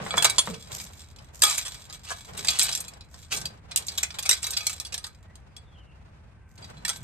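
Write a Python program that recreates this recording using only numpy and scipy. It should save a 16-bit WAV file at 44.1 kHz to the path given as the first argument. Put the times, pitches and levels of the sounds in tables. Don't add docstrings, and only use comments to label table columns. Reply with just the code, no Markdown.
import sys
import numpy as np
from scipy import signal
from scipy.fft import rfft, irfft, next_fast_len
from scipy.io import wavfile
from scipy.ndimage import uniform_filter1d

SR = 44100
rng = np.random.default_rng(int(sys.argv[2]) if len(sys.argv) > 2 else 0)


def waveform_to_disk(signal):
    frames = np.transpose(np.atleast_2d(signal))
    scaled = np.clip(frames, -1, 1) * 32767
    samples = np.round(scaled).astype(np.int16)
    wavfile.write(sys.argv[1], SR, samples)


N = 310023
TIME = np.arange(N) / SR


def undb(db):
    return 10 ** (np.asarray(db) / 20)


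def unit(x):
    return x / np.sqrt(np.sum(x ** 2) + 1e-18)


def level(x, db):
    return x * undb(db) / np.sqrt(np.mean(x ** 2))


def fade(t, t60):
    return np.exp(-np.log(1000) * t / max(t60, 1e-3))


def colour(x, points):
    size = 2 * next_fast_len(x.shape[-1] // 2 + 1024)
    hz, db = np.transpose(points)
    bin_hz = np.arange(size // 2 + 1) * SR / size
    gain = undb(np.interp(np.log(bin_hz + 1), np.log(hz), db))
    cepstrum = irfft(np.log(gain))
    cepstrum[1:size // 2] *= 2
    cepstrum[size // 2 + 1:] = 0
    return irfft(rfft(x, size) * np.exp(rfft(cepstrum)), size)[..., :x.shape[-1]]


def add(track, s, sound):
    start = max(int(s * SR), 0)
    track[:, start:start + sound.shape[1]] += sound[:, :N - start]


def walk(per_s):
    hold = max(int(SR / per_s), 1)
    steps = rng.standard_normal(N)[np.arange(N) // hold]
    return 1.4 * uniform_filter1d(uniform_filter1d(steps, hold), hold)


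def stereo_noise(spectrum, side_db):
    mid, side = colour(rng.standard_normal((2, N)), spectrum)
    return level(mid + undb(side_db) * side * np.array([[1], [-1]]), 0)


def gestures(moves, attack_s, t60):
    return sum(undb(db) * np.clip((TIME - s) / attack_s, 0, 1)
               * fade(np.maximum(TIME - s - length, 0), t60) for s, length, db in moves)


def swells(moves):
    return sum(undb(db) * np.exp(-((TIME - s) / half) ** 2) for s, db, half in moves)


def ring(modes, t, detune, scatter_db):
    chance = rng.standard_normal((len(modes), 3))
    return unit(sum(undb(db + scatter_db * strength) * fade(t, t60)
                    * np.sin(2 * np.pi * hz * (1 + detune * offset) * t + np.pi * phase)
                    for (hz, db, t60), (strength, offset, phase) in zip(modes, chance)))


def chatter(body, ms, bounce_db, per_ms):
    when, strength = rng.random(64), rng.standard_normal(64)
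    happens = np.clip(1 + ms * per_ms - np.arange(len(when)), 0, 1)
    contacts = np.zeros(len(body))
    contacts[0] = 1
    np.add.at(contacts, (when * ms * SR / 1000).astype(int), undb(bounce_db) * strength * happens)
    return unit(signal.fftconvolve(contacts, body)[:len(body)])


# (frequency [Hz], lead of the left port [rad])
PORT_LEAD = [(0, -0.5), (600, -0.5), (2500, -1.55), (3700, -1.33), (5200, -2.5), (6700, -1), (8800, 1),
             (10000, 3), (12100, 7.5)]
def place(sound, walls_db=-3.0, walls_t60=0.059):
    size, t = 2 * len(sound), np.arange(len(sound)) / SR
    lead = np.interp(np.arange(len(sound) + 1) * SR / size, *np.transpose(PORT_LEAD))
    direct = np.exp(.5j * np.array([lead, -lead]))
    walls = [rfft(unit(rng.standard_normal(len(t)) * fade(t, walls_t60)), size) for _ in range(2)]
    paths = direct + undb(walls_db) * np.array(walls)
    return np.sqrt(2) * unit(irfft(rfft(sound, size) * paths)[:, :len(sound)])


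# (time [s], length [s], sleeve level [dB], load level [dB])
REACHES = [(-.05, 0.26, -39.5, -48.5), (0.652, 0.094, -54.5, -51), (1.1, 1, -59.5, -65),
           (2.252, 0.57, -51.5, -52.5), (3.3, 0.043, -47, -47), (3.65, 1.22, -54.5, -62.5),
           (5.204, 1.08, -63, -62.5), (6.54, 0.61, -54, -51)]
# (frequency [Hz], level [dB])
SLEEVE_SPECTRUM = [(150, -20), (400, 5.5), (800, 6.5), (1600, 0.5), (3000, -5.5), (7000, -14.5),
                   (14000, -26)]
LOAD_SPECTRUM = [(60, -13.5), (120, 2.5), (180, -1.5), (280, -15.5), (500, -28), (2000, -54)]
def arms(attack_s=0.067, t60=1.37):
    brushing = gestures([(s, length, db) for s, length, db, _ in REACHES], attack_s, t60)
    dragging = gestures([(s, length, db) for s, length, _, db in REACHES], attack_s, t60)
    sleeve = stereo_noise(SLEEVE_SPECTRUM, side_db=2.5) * brushing * undb(3.1 * walk(60))
    load = stereo_noise(LOAD_SPECTRUM, side_db=-12.0) * dragging * undb(2 * walk(25))
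    return sleeve + load


# (frequency [Hz], level [dB])
RUMBLE_SPECTRUM = [(20, -32.5), (45, -4.5), (70, 3), (110, -3), (200, -14), (350, -24), (800, -26.5),
                   (1600, -29.5), (2600, -33.5), (4500, -70), (9000, -49.5), (15000, -71.5)]
def outdoors():
    whine_hz = 1550 * (1 + 0.0094 * walk(160))
    whine = np.sin(2 * np.pi * np.cumsum(whine_hz) / SR) * undb(-75.5 + 4.2 * walk(5.2))
    whistles = whistle(FALLING_WHISTLE) + whistle(LOW_WHISTLE)
    rumble = stereo_noise(RUMBLE_SPECTRUM, side_db=-9.5) * undb(-50.5 + 0.37 * walk(1.3))
    return rumble + whine + whistles


# (frequency [Hz], level [dB], t60 [s])
LINK_MODES = [(1262, -13, .06), (1702, -16, .045), (2530, -5.5, .06), (3500, -4, .05), (3945, 4, .055),
              (4740, -1, .06), (6158, -3, .06), (7340, 4, .055), (7544, 4, .05), (8204, 3, .08),
              (9100, -2, .05), (11800, 1, .05), (12800, 1.5, .05), (13700, -5, .04)]
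# (frequency [Hz], level [dB])
CRACK_SPECTRUM = [(150, -31.5), (400, -10.5), (750, -1.5), (1400, 1.5), (3000, 4), (5200, 7), (8000, 2),
                  (9500, 3), (10400, -11), (12200, -9.5), (13900, -27.5), (15400, -55)]
def link(t, crack_db, crack_t60, tick_db, tick_t60):
    noise = rng.standard_normal(len(t))
    crack = unit(colour(noise * fade(t, crack_t60), CRACK_SPECTRUM))
    tick = unit(colour(np.diff(noise, prepend=0) * fade(t, tick_t60), CRACK_SPECTRUM))
    modes = ring(LINK_MODES, t, detune=.018, scatter_db=4)
    return unit(modes + undb(crack_db) * crack + undb(tick_db) * tick)


# (time [s], length [s], level [dB])
SHAKES = [(0, 0.41, -44.5), (0.4, .7, -53.5), (1.425, 0.099, -29), (2.14, 0.15, -49), (2.44, 0.24, -36),
          (3.12, 0.1, -52.5), (3.83, 0.22, -51), (4.2, .5, -47), (4.91, 0.067, -54), (6.58, .06, -56),
          (6.87, 0.05, -41.5)]
# (time [s], level [dB], half length [s])
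SLIDES = [(0.723, -37.5, 0.0085), (0.8, -37, 0.014), (1.682, -37, 0.016), (1.941, -38, 0.022),
          (2.128, -42.5, 0.092), (2.402, -34, 0.035), (2.62, -32.5, 0.014)]
def agitation():
    shaken = gestures(SHAKES, attack_s=0.059, t60=0.76)
    stirred = np.zeros((1, N))
    settling = fade(np.arange(SR)[None] / SR, t60=.3)
    for s, db, *_ in CLINKS:
        add(stirred, s, undb(db - 25) * settling)
    return np.sqrt(shaken ** 2 + swells(SLIDES) ** 2 + stirred[0] ** 2)


def jingle(base_per_s, crowding, spread_db, links):
    out, t = 0, np.arange(SR // 6) / SR
    loudness = agitation()
    busy = (loudness / undb(-40) + .01) ** crowding
    for _ in range(links):
        touches = rng.random(N) < busy * base_per_s / links / SR
        strength = undb(spread_db * np.minimum(rng.exponential(size=N), 3))
        contacts = level(touches * strength / np.sqrt(busy), 0) * loudness
        steel = link(t, crack_db=2, crack_t60=0.025, tick_db=-6, tick_t60=0.003)
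        cradle = undb(-8.5) * ring(CRADLE_MODES, t, detune=0, scatter_db=1)
        out = out + signal.oaconvolve([contacts], place(steel + cradle), axes=1)[:, :N]
    return colour(out / np.sqrt(links), [(1000, -0.59), (5000, 0.19), (9000, -0.49), (13000, 1.0)])


# (time [s], peak level [dB], boom gain [dB])
KNOCKS = [(0.002, -27, 2), (0.064, -22.5, -23), (0.141, -14, -10), (0.177, -12, -24), (0.249, -10.5, -31.5),
          (0.474, -17, 2), (2.377, -36.5, 14.5), (3.325, -34, 6.5)]
# (frequency [Hz], level [dB])
KNOCK_SPECTRUM = [(60, -10.5), (200, -23), (500, 2), (1000, 9), (2000, 1), (4000, -13.5), (10000, -41)]
BOOM_SPECTRUM = [(40, -23.5), (100, -13), (180, 7), (300, -10), (450, 1.5), (800, -22.5), (3000, -53.5)]
def knocks():
    out, t = np.zeros((2, N)), np.arange(SR // 3) / SR
    for s, db, boom_db in KNOCKS:
        knock_noise, boom_noise = rng.standard_normal((2, len(t)))
        impact = unit(knock_noise * fade(t, 0.051)) + undb(-0.5) * (t == 0)
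        knock = unit(colour(impact, KNOCK_SPECTRUM))
        boom = colour(boom_noise * fade(t, 0.39), BOOM_SPECTRUM)
        sound = place(knock, walls_db=-3.5) + undb(boom_db) * place(boom, walls_db=-4)
        add(out, s, sound * undb(db) / np.abs(sound).max())
    return out


# (frequency [Hz], level [dB], t60 [s])
CRADLE_MODES = [(690, -19, .22), (835, -16, .14), (1250, -9, .14), (1555, -18, .33), (2290, -7, .13),
                (2530, -10, .13), (3375, 1, .075), (3410, -8, .15), (3945, -5, .14), (4100, -10, .19),
                (4570, -9, .17), (4727, -10, .17), (7246, -11, .09), (7630, -11, .11), (8080, -8, .13)]
# (time [s], level [dB], chatter length [ms], favoured pitch [Hz])
BLOWS = [(0.107, -26, 2, 2200), (0.18, -17.5, 2, 3470), (0.1994, -27, 1.4, 3450), (0.252, -19.5, 5, 1250),
         (0.298, -33, 3.1, 2290), (1.436, -17, 3.9, 3280), (1.4496, -28, 3.9, 1250),
         (1.467, -23.5, 15, 4570), (2.484, -23, 2.5, 3990), (2.509, -29.5, 6, 3330),
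         (4.568, -32.5, 3.76, 2530), (4.606, -33.5, 3.6, 2530), (4.85, -41, 4.9, 3400),
         (5.5657, -44.5, 3, 3400), (6.6241, -42.5, 1.8, 4727), (6.7703, -49, 3.08, 4100),
         (6.8531, -33, 2.3, 2290)]
def blows(favour_db=12, favour_octaves=.07, free_ring_db=-31):
    out, t = np.zeros((2, N)), np.arange(SR // 3) / SR
    for s, db, ms, favoured_hz in BLOWS:
        modes = [(hz, mode_db + favour_db * np.exp(-(np.log2(hz / favoured_hz) / favour_octaves) ** 2),
                  t60) for hz, mode_db, t60 in CRADLE_MODES]
        free_share = min(undb(free_ring_db - db), 1)
        damping = free_share + (1 - free_share) * fade(t, 0.04)
        body = ring(modes, t, detune=.001, scatter_db=2) * damping
        sound = place(chatter(body, ms, bounce_db=-16.5, per_ms=1.0), walls_db=-7.0)
        add(out, s, sound * undb(db) * np.sqrt(SR / 100))
    return out


# (time [s], level [dB], body lift [dB], treble lift [dB], chatter length [ms])
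CLINKS = [(0.1701, -26.5, 8, -1, 2.9), (0.179, -20, 11.5, 3.5, 1.72), (0.224, -17.5, 6, -1, 1.83),
          (0.2452, -11, 7, -0.5, 2.88), (0.2493, -16, 8, -4, 3.97), (0.255, -23.5, 12, 6.5, 1.8),
          (0.298, -21, 6.5, 4.5, 1.94), (0.3824, -21, -11, 3.5, 11), (1.186, -47.5, -10, -13, 4.7),
          (1.4196, -12.5, 2, 5, 2.53), (1.4295, -21.5, 2, -3, 2.1), (1.4349, -11, 5.5, 3.5, 3.43),
          (1.4487, -20.5, -9, -3, 7), (1.466, -26, -7, 19, 22), (1.497, -24.5, -1, 10, 3.5),
          (1.506, -24.5, 7.5, -1, 7.1), (1.5579, -35.5, -6, 7, 3.8), (1.5782, -21.5, 5, 7.5, 4.7),
          (1.651, -29.5, 3, -1.5, 20.4), (1.898, -39.5, 7, -6.5, 10.7), (2.1041, -27.5, 19, 3, 15),
          (2.3738, -32, 6, 1.5, 3.1), (2.447, -27.5, 0, -2.5, 3.3), (2.471, -27.5, -3, -3.5, 3.7),
          (2.4838, -15, -17, -10.5, 4.3), (2.502, -24, -16, 6, 9.7), (2.5887, -21.5, 3, 1.5, 0.8),
          (2.5946, -14, -3.5, 3.5, 0.84), (2.6136, -20.5, -8.5, -10, 1.7), (2.6231, -21.5, -9, 5, 3.2),
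          (2.629, -20, -21, 14, 2.5), (2.6446, -26.5, -3, 5, 3.6), (2.725, -25.5, -10, -3, 5.4),
          (2.75, -23, -5, 3.5, 1.9), (2.775, -30.5, -29, 5, 1.7), (2.803, -29, 6, 11.5, 3.6),
          (2.881, -36.5, -9, 0.5, 3.8), (3.008, -44, -20, -11, 2.05), (3.1418, -45, 9, -11, 2),
          (3.362, -27, -26, 3, 17.7), (3.4138, -34.5, 0, -2, 4.6), (3.455, -26.5, -8.5, 0, 2.22),
          (3.7118, -34, 0, -10, 8.4), (3.7602, -17, -5.5, 5, 1.34), (3.7736, -21, -8.5, 6, 2.53),
          (3.8671, -34.5, -18, 7.5, 7.2), (3.883, -26.5, -12, -4, 2.3), (3.976, -21, -2, -0.5, 8.2),
          (4.03, -19, -0.5, 0.5, 3.75), (4.104, -36.5, 0.5, -12, 2.6), (4.1426, -38, 6, -6.5, 6.7),
          (4.1864, -25.5, 1, -1.5, 6.7), (4.2264, -30, 2, -1.5, 6.1), (4.2544, -24.5, 5, -5.5, 9.2),
          (4.2919, -12, -5, -1, 2.6), (4.3117, -14.5, 2.5, -2.5, 3.4), (4.3284, -20.5, -5, 0, 2.96),
          (4.4261, -27, 0, 1.5, 10.3), (4.4418, -25.5, 1.5, -2.5, 3.94), (4.4668, -26, 1, -1, 5),
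          (4.506, -26, -10, 9, 3.4), (4.5294, -28.5, -7, -7.5, 9.6), (4.567, -20, -11, -8, 9.5),
          (4.606, -35, -10, -4, 4), (4.6674, -18, -9, 2, 2.25), (4.696, -28.5, 0, 1.5, 10),
          (4.7293, -34, -6, 5, 0.57), (4.7999, -28.5, -5, 2, 0.75), (4.814, -43.5, 7, -1, 1.5),
          (4.849, -34, -7, -2, 22), (4.923, -32.5, 0, -5, 7.1), (4.941, -26.5, -1.5, -3, 6),
          (4.9784, -31.5, 3, 1.5, 2.3), (5.0413, -31, 2.5, -5, 5.16), (5.065, -38.5, 10.5, 5, 5.3),
          (5.355, -48.5, -1.5, 0.5, 1.9), (5.5644, -43, -4, 0.5, 3), (6.578, -49, -6, -10.5, 2.7),
          (6.6438, -44, -2, -10, 2.8), (6.8498, -24.5, 2.5, -2.5, 2.26), (6.8797, -26, 6, 5, 3.7),
          (6.8921, -22, 6, 3.5, 5.7), (6.97, -45, -6, 29, 2)]
def clinks():
    out, t = np.zeros((2, N)), np.arange(SR // 6) / SR
    for s, db, body_db, treble_db, ms in CLINKS:
        cradle = undb(-14.5) * ring(CRADLE_MODES, t, detune=.003, scatter_db=3)
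        steel = link(t, crack_db=0, crack_t60=0.045, tick_db=0, tick_t60=0.007) + cradle
        tilt = [(1700, body_db), (2700, 0.0018), (5200, 0.0039), (6800, treble_db)]
        clink = colour(chatter(steel, ms, bounce_db=-1.5, per_ms=1.2), tilt)
        add(out, s, place(clink) * undb(db) * np.sqrt(SR / 100))
    return out


# (frequency [Hz], level [dB], t60 [s])
BRACKET_MODES = [(1034, -9, .06), (3375, 2, .06), (4360, -5, .06), (7246, -1, .08), (9275, -11, .11)]
def bracket(s, db):
    out, t = np.zeros((2, N)), np.arange(SR // 4) / SR
    modes = ring(BRACKET_MODES, t, detune=0, scatter_db=-1.0)
    crack = unit(colour(rng.standard_normal(len(t)) * fade(t, 0.054), CRACK_SPECTRUM))
    clink = chatter(modes + crack / 2, ms=9.9, bounce_db=-5.5, per_ms=0.76)
    add(out, s, place(clink, walls_db=-17.0) * undb(db) * np.sqrt(SR / 100))
    return out


# (time [s], level [dB], half length [s])
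RASPS = [(0.544, -36.5, 0.0072), (2.1, -36.5, 0.031), (2.535, -34, 0.063), (2.69, -23.5, 0.0069),
         (3.328, -23.5, 0.013), (3.378, -38.5, 0.013)]
# (frequency [Hz], gain [dB])
PRESSED_TILT = [(900, 0), (4300, -1.5), (5600, -3)]
def rasps(grain_db, ring_db):
    t = np.arange(SR // 4) / SR
    slips = level(rng.standard_normal(N) * undb(grain_db * walk(500)), 0) * swells(RASPS)
    crack = unit(colour(1. * (t == 0), CRACK_SPECTRUM))
    cradle = undb(ring_db) * ring(CRADLE_MODES, t, detune=0, scatter_db=-1.5)
    return signal.oaconvolve([slips], place(colour(crack + cradle, PRESSED_TILT)), axes=1)[:, :N]


# (time [s], length [s], level [dB])
SCRAPES = [(0.715, 0.11, -38.5), (0.93, 0.053, -58), (1.325, 0.18, -45.5), (3.095, 0.12, -57.5),
           (3.315, 0.019, -26.5), (6.475, 0.16, -65.5)]
# (frequency [Hz], level [dB])
SCRAPE_SPECTRUM = [(1000, -13.5), (3500, -7.5), (7500, 2), (10000, -9), (12500, 0.5), (15500, -11)]
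def scrapes(grain_db):
    grains = level(stereo_noise(SCRAPE_SPECTRUM, side_db=0) * undb(grain_db * walk(340)), 0)
    return grains * gestures(SCRAPES, attack_s=0.021, t60=.25)


# (time [s], frequency [Hz], level [dB])
LOW_WHISTLE = [(5.231, 1780, -79), (5.301, 1960, -59.5), (5.35, 1940, -85)]
FALLING_WHISTLE = [(5.49, 5070, -77), (5.66, 3670, -72), (5.79, 2990, -62.5), (5.91, 2800, -69),
                   (6.05, 2475, -82.5)]
def whistle(path, flutter=.035, flicker_db=3):
    times, pitches, levels = np.transpose(path)
    hz = np.interp(TIME, times, pitches) * (1 + flutter * walk(480))
    loudness = undb(np.interp(TIME, times, levels) + flicker_db * walk(40))
    sounding = (TIME > times[0]) & (TIME < times[-1])
    return sounding * np.sin(2 * np.pi * np.cumsum(hz) / SR) * loudness


def truck_bed(x, tail_db, tail_t60):
    t = np.arange(SR // 2) / SR
    reflections = rng.standard_normal((2, len(t))) * (1 - np.exp(-t / 0.0054)) * fade(t, tail_t60)
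    tails = colour(reflections, [(2000, 5.0), (7000, -4.0), (14000, -3.5)])
    return x + undb(tail_db) * signal.oaconvolve(x, np.sqrt(2) * unit(tails), axes=1)[:, :N]


def scene():
    slack = jingle(base_per_s=300, crowding=.6, spread_db=5, links=8)
    steel = clinks() + blows() + bracket(s=0.3825, db=-11.5) + slack
    steel += rasps(grain_db=4, ring_db=-5.0) + scrapes(grain_db=5.0) + knocks()
    balance = undb([[-.6], [.4]])
    return truck_bed(steel, tail_db=-15.0, tail_t60=0.18) * balance + arms() + outdoors()


# (frequency [Hz], gain [dB])
MICROPHONE_RESPONSE = [(9500, 0), (10200, -7.5), (10900, -10), (11600, -3), (14200, -8), (15500, -17.5)]
def record(dry):
    top_cut = signal.ellip(8, .2, 70, 16000, fs=SR, output="sos")
    return signal.sosfilt(top_cut, np.tanh(colour(dry, MICROPHONE_RESPONSE)))


dry = scene()
out = record(dry)
waveform_to_disk(out)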